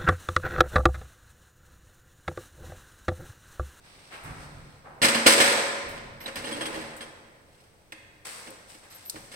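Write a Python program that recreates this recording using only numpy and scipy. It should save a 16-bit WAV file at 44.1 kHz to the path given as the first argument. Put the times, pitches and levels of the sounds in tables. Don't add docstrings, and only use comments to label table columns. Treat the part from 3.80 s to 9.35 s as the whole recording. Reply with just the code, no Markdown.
import sys
import numpy as np
from scipy import signal
from scipy.fft import rfft, irfft, next_fast_len
from scipy.io import wavfile
from scipy.ndimage import uniform_filter1d

SR = 44100
rng = np.random.default_rng(int(sys.argv[2]) if len(sys.argv) > 2 else 0)


def dump(signal):
    limited = np.clip(np.atleast_2d(signal).T, -1, 1)
    pcm = np.round(limited * 32767).astype(np.int16)
    wavfile.write(sys.argv[1], SR, pcm)


N = 244755
TIME = np.arange(N) / SR


def from_db(db):
    return 10 ** (np.asarray(db) / 20)


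def unit_energy(x):
    return x / np.sqrt(np.mean(np.sum(x ** 2, axis=-1)) + 1e-20)


def at_hz(points, hz):
    known_hz, values = np.transpose(points)
    return np.interp(np.log(np.maximum(hz, 1)), np.log(known_hz), values)


def colour(x, spectrum):
    size = next_fast_len(x.shape[-1] + 2048)
    gain = from_db(at_hz(spectrum, np.fft.rfftfreq(size, 1 / SR)))
    return irfft(rfft(x, size) * gain, size)[..., :x.shape[-1]]


def cut(x, edge_hz, kind, order=2):
    edge_hz = np.clip(edge_hz, 10, .45 * SR)
    return signal.sosfilt(signal.butter(order, edge_hz, kind, fs=SR, output="sos"), x)


def whiten(x):
    spectrum = rfft(x)
    return irfft(spectrum / (abs(spectrum) + 1e-12), x.shape[-1])


def even(noise, bins=61):
    spectrum = rfft(noise)
    power = uniform_filter1d(np.mean(abs(spectrum) ** 2, axis=0), size=bins)
    return irfft(spectrum / np.sqrt(power + 1e-12), noise.shape[-1])


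def add(track, start_s, sound):
    start = max(round(start_s * SR), 0)
    track[..., start:start + sound.shape[-1]] += sound[..., :max(N - start, 0)]


def through(x, response):
    return signal.fftconvolve(np.atleast_2d(x), response, axes=-1)[:, :N]


def swell_and_fade(t, rise_s, fade_s):
    return np.minimum(t / rise_s, 1) * np.exp(-np.maximum(t - rise_s, 0) / fade_s)


def mode(hz, t60):
    t = TIME[:SR]
    return unit_energy(np.cos(2 * np.pi * hz * t) * np.exp(-np.log(1000) * t / t60))


def chatter(decay_s, spread_db, size=SR // 2):
    fade = np.exp(-TIME[:size] / (2 * decay_s))
    contacts = rng.standard_normal(size) * from_db(spread_db * rng.standard_normal(size)) * fade
    return unit_energy(whiten(contacts) * np.sqrt(fade))


def harden(burst, hardness_db, bass_hz=600, treble_hz=3200, bass_trade=.6):
    bass = cut(burst + 1e-18, bass_hz, "low", order=1)
    treble = cut(burst + 1e-18, treble_hz, "high", order=1)
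    bass_db = -0.5 - bass_trade * hardness_db
    return burst + (from_db(bass_db) - 1) * bass + (from_db(hardness_db) - 1) * treble


def diffuse(size, common=0.83, spacing_m=.16):
    alike = common * np.sinc(2 * np.fft.rfftfreq(size, 1 / SR) * spacing_m / 343)
    mid, side = rfft(rng.standard_normal((2, size)))
    return irfft(np.sqrt((1 + alike) / 2) * mid + np.sqrt((1 - alike) / 2) * side * [[1], [-1]], size)


def from_right(x, pan_db=0.5, lag_s=.00041):
    delayed = np.interp(TIME - lag_s, TIME, x)
    return np.array([delayed * from_db(-pan_db), x * from_db(pan_db)])


def ventilation(level_db=-60.5):
    # frequency in Hz, level in dB.
    air_spectrum = [(20, -1.5), (60, 0), (110, 3), (220, -6), (500, -2.5), (1000, -13), (2000, -16),
                    (3500, -22), (6000, -20), (9000, -25.5), (16000, -27)]
    noise = colour(diffuse(N), air_spectrum)
    return from_db(level_db) * noise / noise.std()


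def gallery(x, build_s=0.0058, early_s=0.18):
    # frequency in Hz, seconds to fall 60 dB.
    echo_t60 = [(60, 1.5), (250, 1.7), (600, 1.62), (2000, 1.45), (4500, 1.22), (8000, 1.0), (11000, .78),
                (16000, .58)]
    # frequency in Hz, level in dB.
    echo_db = [(60, -5), (300, -1), (1000, 0.5), (3000, -4.5), (8000, -3), (15000, -10.5)]
    size = 2 * SR
    t, hz = TIME[:size], np.fft.rfftfreq(size, 1 / SR)
    early = np.exp(-t / early_s) + .02
    echoes = even(diffuse(size) * early) / early
    spectrum = rfft(echoes / echoes[:, :SR // 2].std())
    centres, response = np.geomspace(60, 16000, 14), 0
    for centre, share in zip(centres, np.eye(len(centres))):
        band = irfft(spectrum * at_hz(np.column_stack([centres, share]), hz), size)
        fade = (1 - np.exp(-t / build_s)) * np.exp(-np.log(1000) * t / at_hz(echo_t60, centre))
        response = response + from_db(at_hz(echo_db, centre)) * band * unit_energy(fade)
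    return through(x, response)


def steps(roll_share=0.27):
    # start in seconds, strength in dB, decay in seconds.
    footfalls = [(0.0, -25, .3), (.425, -6.5, 0.12), (.70, -14.5, 0.12), (1.217, -11.5, 0.0075),
                 (1.458, -14.5, .008), (2.031, -12.5, 0.094), (2.17, -13.5, 0.16), (2.561, -16, 0.04),
                 (2.92, -16, 0.085), (5.328, -21, .065)]
    # frequency in Hz, level in dB.
    thud_spectrum = [(20, -8.5), (45, -1.5), (70, -4), (100, -3), (145, 1.5), (200, -10), (300, -11.5),
                     (800, -48.5), (3000, -67)]
    out = np.zeros(N)
    for start_s, db, decay_s in footfalls:
        roll = 1 - np.exp(-TIME[:SR // 2] / (roll_share * decay_s))
        thud = colour(chatter(decay_s, spread_db=2) * roll, thud_spectrum)
        add(out, start_s, from_db(db) * unit_energy(thud))
    return out


def rubs(grain_db=2.0, grain_s=.002):
    # start, rise and fade in seconds, level in dB,
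    # upper edge of the swish in Hz, grit against swish in dB.
    strokes = [(0.0, 0.06, 1, -58, 4770, -8.5), (.300, 0.037, 0.064, -43.5, 2670, -17),
               (.42, 0.035, 0.17, -46.5, 1930, -18), (.54, .092, 0.04, -55, 7000, -5),
               (1.035, 0.024, 0.11, -48.5, 1307, -43), (2.60, 0.29, .091, -45.5, 2780, -13.5),
               (4.447, 0.0097, 0.13, -41, 2920, 0), (4.862, .044, 0.075, -52.5, 11000, 15),
               (5.02, .017, 0.049, -54.5, 2800, -10), (5.095, .016, .19, -52.5, 5370, 2),
               (5.31, 0.011, 0.29, -55, 14000, 8)]
    # frequency in Hz, gain in dB.
    friction_spectrum = [(60, -18), (250, -6.5), (550, -1.5), (1200, -2.5), (2200, -2.5), (3200, -5),
                         (5000, -1.5), (9000, -3.5), (16000, -14.5)]
    out, t = np.zeros((2, N)), TIME[:SR]
    for start_s, rise_s, fade_s, db, top_hz, grit_db in strokes:
        grains = from_db(grain_db * np.interp(t / grain_s, np.arange(SR), rng.standard_normal(SR)))
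        swish = cut(diffuse(SR), top_hz, "low", order=3)
        grit = from_db(grit_db) * diffuse(SR)
        hiss = colour(swish + grit, friction_spectrum) * grains
        add(out, start_s, from_db(db) * swell_and_fade(t, rise_s, fade_s) * hiss / hiss.std())
    return out


def drags(slips_per_s=280.0, spread_db=3.0):
    # start and length in seconds, strength in dB.
    pushes = [(2.602, 0.44, -40), (2.923, 0.1, -42), (4.653, 0.1, -50.5), (4.932, 0.039, -55),
              (5.331, 0.054, -42.5)]
    # frequency and width in Hz, level in dB.
    leg_modes = [(143, 15, -8.5), (235, 38, -3.5), (312, 31, 5), (417, 59, 2), (524, 24, 2)]
    legs = sum(from_db(db) * mode(hz, np.log(1000) / (np.pi * width)) for hz, width, db in leg_modes)
    force = np.zeros(N)
    for start_s, length_s, db in pushes:
        slipping = rng.random(SR) < slips_per_s / SR
        slips = slipping * from_db(-spread_db * rng.standard_normal(SR))
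        push = np.sin(np.pi * np.minimum(TIME[:SR] / length_s, 1))
        add(force, start_s, from_db(db) * push * slips / slips.std())
    return signal.fftconvolve(force, unit_energy(legs))[:N]


def squeaks(waver_share=0.0098, judder_db=3.0, overtone_ratio=2.69, overtone_db=-5.5, limit_hz=9700):
    # start and length in seconds, pitch in Hz, level in dB.
    notes = [(2.398, 0.11, 12820, -47.5), (2.409, 0.017, 2053, -44), (2.456, 0.02, 3890, -33),
             (2.555, 0.022, 4940, -43), (2.649, 0.033, 3250, -41.5), (2.722, 0.046, 3294, -38),
             (2.805, 0.066, 3267, -39), (2.861, 0.041, 3270, -39.5), (3.207, 0.055, 3280, -46.5),
             (5.10, 0.047, 12850, -51), (5.142, .045, 12840, -44.5), (5.25, 0.072, 12980, -40.5)]
    out, t = np.zeros(N), TIME[:SR // 4]
    for start_s, length_s, hz, db in notes:
        drift = uniform_filter1d(rng.standard_normal((2, len(t))), size=60)
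        waver, judder = drift / drift.std()
        phase = 2 * np.pi * np.cumsum(hz * (1 + waver_share * waver)) / SR
        swell = np.sin(np.pi * np.sqrt(np.minimum(t / length_s, 1))) ** 2
        overtone = from_db(overtone_db) * np.sin(overtone_ratio * phase) * (overtone_ratio * hz < limit_hz)
        add(out, start_s, from_db(db + judder_db * judder) * swell * (np.sin(phase) + overtone))
    return out


def snaps(top_hz=11000):
    # start in seconds, strength in dB, lower edge in Hz, decay in seconds.
    clicks = [(.435, -25, 7420, 0.028), (2.088, -21, 8600, 0.034), (2.556, -17, 9700, 0.0078),
              (3.165, -21.5, 7030, 0.013), (4.121, -26, 3010, .0032), (4.668, -36, 7900, .005),
              (4.704, -24, 7100, .003), (5.26, -28, 2960, 0.0016), (5.297, -5.5, 3940, 0.0036)]
    out = np.zeros(N)
    for start_s, db, low_hz, decay_s in clicks:
        click = cut(chatter(decay_s, spread_db=0.5) + 1e-18, low_hz, "high", order=7)
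        add(out, start_s, from_db(db) * unit_energy(cut(click, top_hz, "low", order=1)))
    return out


def latch():
    # frequency in Hz, level in dB, seconds to fall 60 dB.
    latch_modes = [(313, -5.5, 0.26), (1840, -4.5, 0.016), (2000, -4, 0.022), (2120, -2.5, 0.015),
                   (2490, -4.5, 0.021), (3200, -9.5, 0.016)]
    # start in seconds, strength in dB, rattle decay in seconds.
    jolts = [(1.228, -2.5, .05), (4.122, -21.5, 0.0036)]
    clink = sum(from_db(db) * mode(hz, t60) for hz, db, t60 in latch_modes)
    out = np.zeros(N)
    for start_s, db, decay_s in jolts:
        add(out, start_s, from_db(db) * signal.fftconvolve(chatter(decay_s, spread_db=2.5), clink))
    return out


def rattles(count=60, contacts_per_s=55, contact_decay_s=0.0085, spread_db=1):
    # start, rise and fade in seconds, strength and
    # hardness in dB.
    runs = [(1.325, 0.031, 0.023, 9, -4.5), (1.555, 0.048, 0.095, 17.5, -0.5),
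            (2.605, 0.077, 0.11, 0.5, -4.5), (2.92, 0.026, 0.09, -3.5, -4), (3.62, 0.2, 0.052, -30, 6)]
    force, t = np.zeros(N), TIME[:SR]
    for start_s, rise_s, fade_s, db, hardness_db in runs:
        contact_s = (np.arange(count) + rng.random(count)) / contacts_per_s
        energy = from_db(spread_db * rng.standard_normal(count)) ** 2
        contacts = np.bincount((contact_s * SR).astype(int), energy, SR)[:SR]
        power = signal.lfilter([1], [1, -np.exp(-1 / (contact_decay_s * SR))], contacts)
        buzz = np.sqrt(power) * rng.standard_normal(SR) * swell_and_fade(t, rise_s, fade_s)
        add(force, start_s, from_db(db) * harden(unit_energy(buzz), hardness_db))
    return force


def blows():
    # start in seconds, strength and hardness in dB,
    # chatter decay in seconds.
    knocks = [(1.217, 7, 1.5, 0.011), (1.227, 12, 0, .011), (1.246, 11, 2, 0.0096), (1.283, 8, 0.5, 0.0085),
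              (1.460, 10.5, -13.5, 0.0055), (1.464, 18, 4, 0.015), (1.505, 3, 9, 0.0056),
              (1.523, 4, 9, 0.01), (2.175, -14.5, -10, 0.0053), (2.405, -11, -7, 0.043),
              (2.459, -6.5, -7, 0.013), (2.478, -8, -8, 0.0075), (2.557, -2, -2, 0.026),
              (2.809, -2.5, -6, 0.014), (2.856, -5, 0, 0.0051), (3.207, -9, -3.5, 0.017),
              (4.122, -15.5, -2.5, 0.0047), (4.668, -15.5, -4.5, 0.013), (4.945, -27.5, 5.5, 0.0059),
              (5.357, -14, -8, 0.011), (5.515, -17.5, 4.5, 0.013), (5.538, -14.5, -2, .01)]
    force = np.zeros(N)
    for start_s, db, hardness_db, decay_s in knocks:
        add(force, start_s, from_db(db) * harden(chatter(decay_s, spread_db=7), hardness_db))
    return force


def ladder(force, clang_db=5.0, ring_db=-0.5):
    # frequency in Hz, gain in dB.
    clang_spectrum = [(30, -36), (90, -16.5), (175, -10.5), (240, -3.5), (550, 0.5), (750, -1.5),
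                      (1350, -0.5), (2000, 2), (3100, -4.5), (4800, -3.5), (6500, -6), (8300, -7.5),
                      (11500, -15), (16000, -21.5)]
    # frequency in Hz, level in dB, seconds to fall 60 dB.
    tube_modes = [(134.8, -30, 0.19), (229.8, -24, 0.27), (231, -29, 0.28), (321.4, -29, .6),
                  (439, -27.5, 0.45), (481.7, -25, .4), (538, -20, 0.31), (561.2, -22, 0.63),
                  (843, -35, 0.26), (1018, -23, 0.22), (1410, -30, .35), (1733, -25.5, 0.12),
                  (2050, -28, 0.21), (2224, -30, 0.14), (2551, -33.5, 0.26), (2350, -35.5, .2),
                  (3080, -29.5, 0.16), (4749, -36, 0.1), (8280, -34.5, .15)]
    tubes = sum(from_db(db) * mode(hz, t60) for hz, db, t60 in tube_modes)
    ring = signal.fftconvolve(force, tubes)[:N]
    return from_db(clang_db) * colour(force, clang_spectrum) + from_db(ring_db) * ring


def radiate(frame, direct_db=-6.0, scatter_db=-2.0, scatter_s=0.059):
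    fade = np.exp(-np.log(1000) * TIME[:SR // 2] / scatter_s)
    glances = whiten(diffuse(SR // 2) * fade)
    scatter = unit_energy(glances * fade ** .25)
    return from_db(direct_db) * from_right(frame) + from_db(scatter_db) * through(frame, scatter)


def scene():
    frame = ladder(blows() + rattles())
    feet, friction, thuds = drags(), rubs(), steps()
    catch, clicks, joints = latch(), snaps(), squeaks()
    sends = [(frame, -0.5), (feet, -5), (friction[1], 1.5), (thuds, -2),
             (catch, 2), (clicks, -6.5), (joints, -7)]
    into_room = sum(from_db(db) * source for source, db in sends)
    near = radiate(frame) + from_right(feet + thuds + catch + clicks + joints) + friction
    return near + gallery(into_room) + ventilation()


def record(dry, ceiling=.88, cutoff_hz=15850):
    # frequency in Hz, gain in dB.
    left_port = [(100, 2), (400, -0.5), (2000, 3.5), (4000, 1.5), (6000, -3), (6800, -3.5), (7700, 8),
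                 (8400, 12), (9200, 7.5), (10700, 3.5), (11400, -2.5), (12200, 3.5), (15500, -1.5)]
    right_port = [(100, 1.5), (400, 1), (2000, 3.5), (4000, 4.5), (5900, 2.5), (6600, -0.5), (7400, -17),
                  (8200, -15), (8800, -14), (10500, -6), (12000, -5), (15500, 3)]
    ports = np.array([colour(dry[0], left_port), colour(dry[1], right_port)])
    rounded = ports / (1 + (ports / ceiling) ** 6) ** (1 / 6)
    return signal.sosfilt(signal.ellip(10, .2, 70, cutoff_hz, fs=SR, output="sos"), rounded)


dry = scene()
out = record(dry)
dump(out)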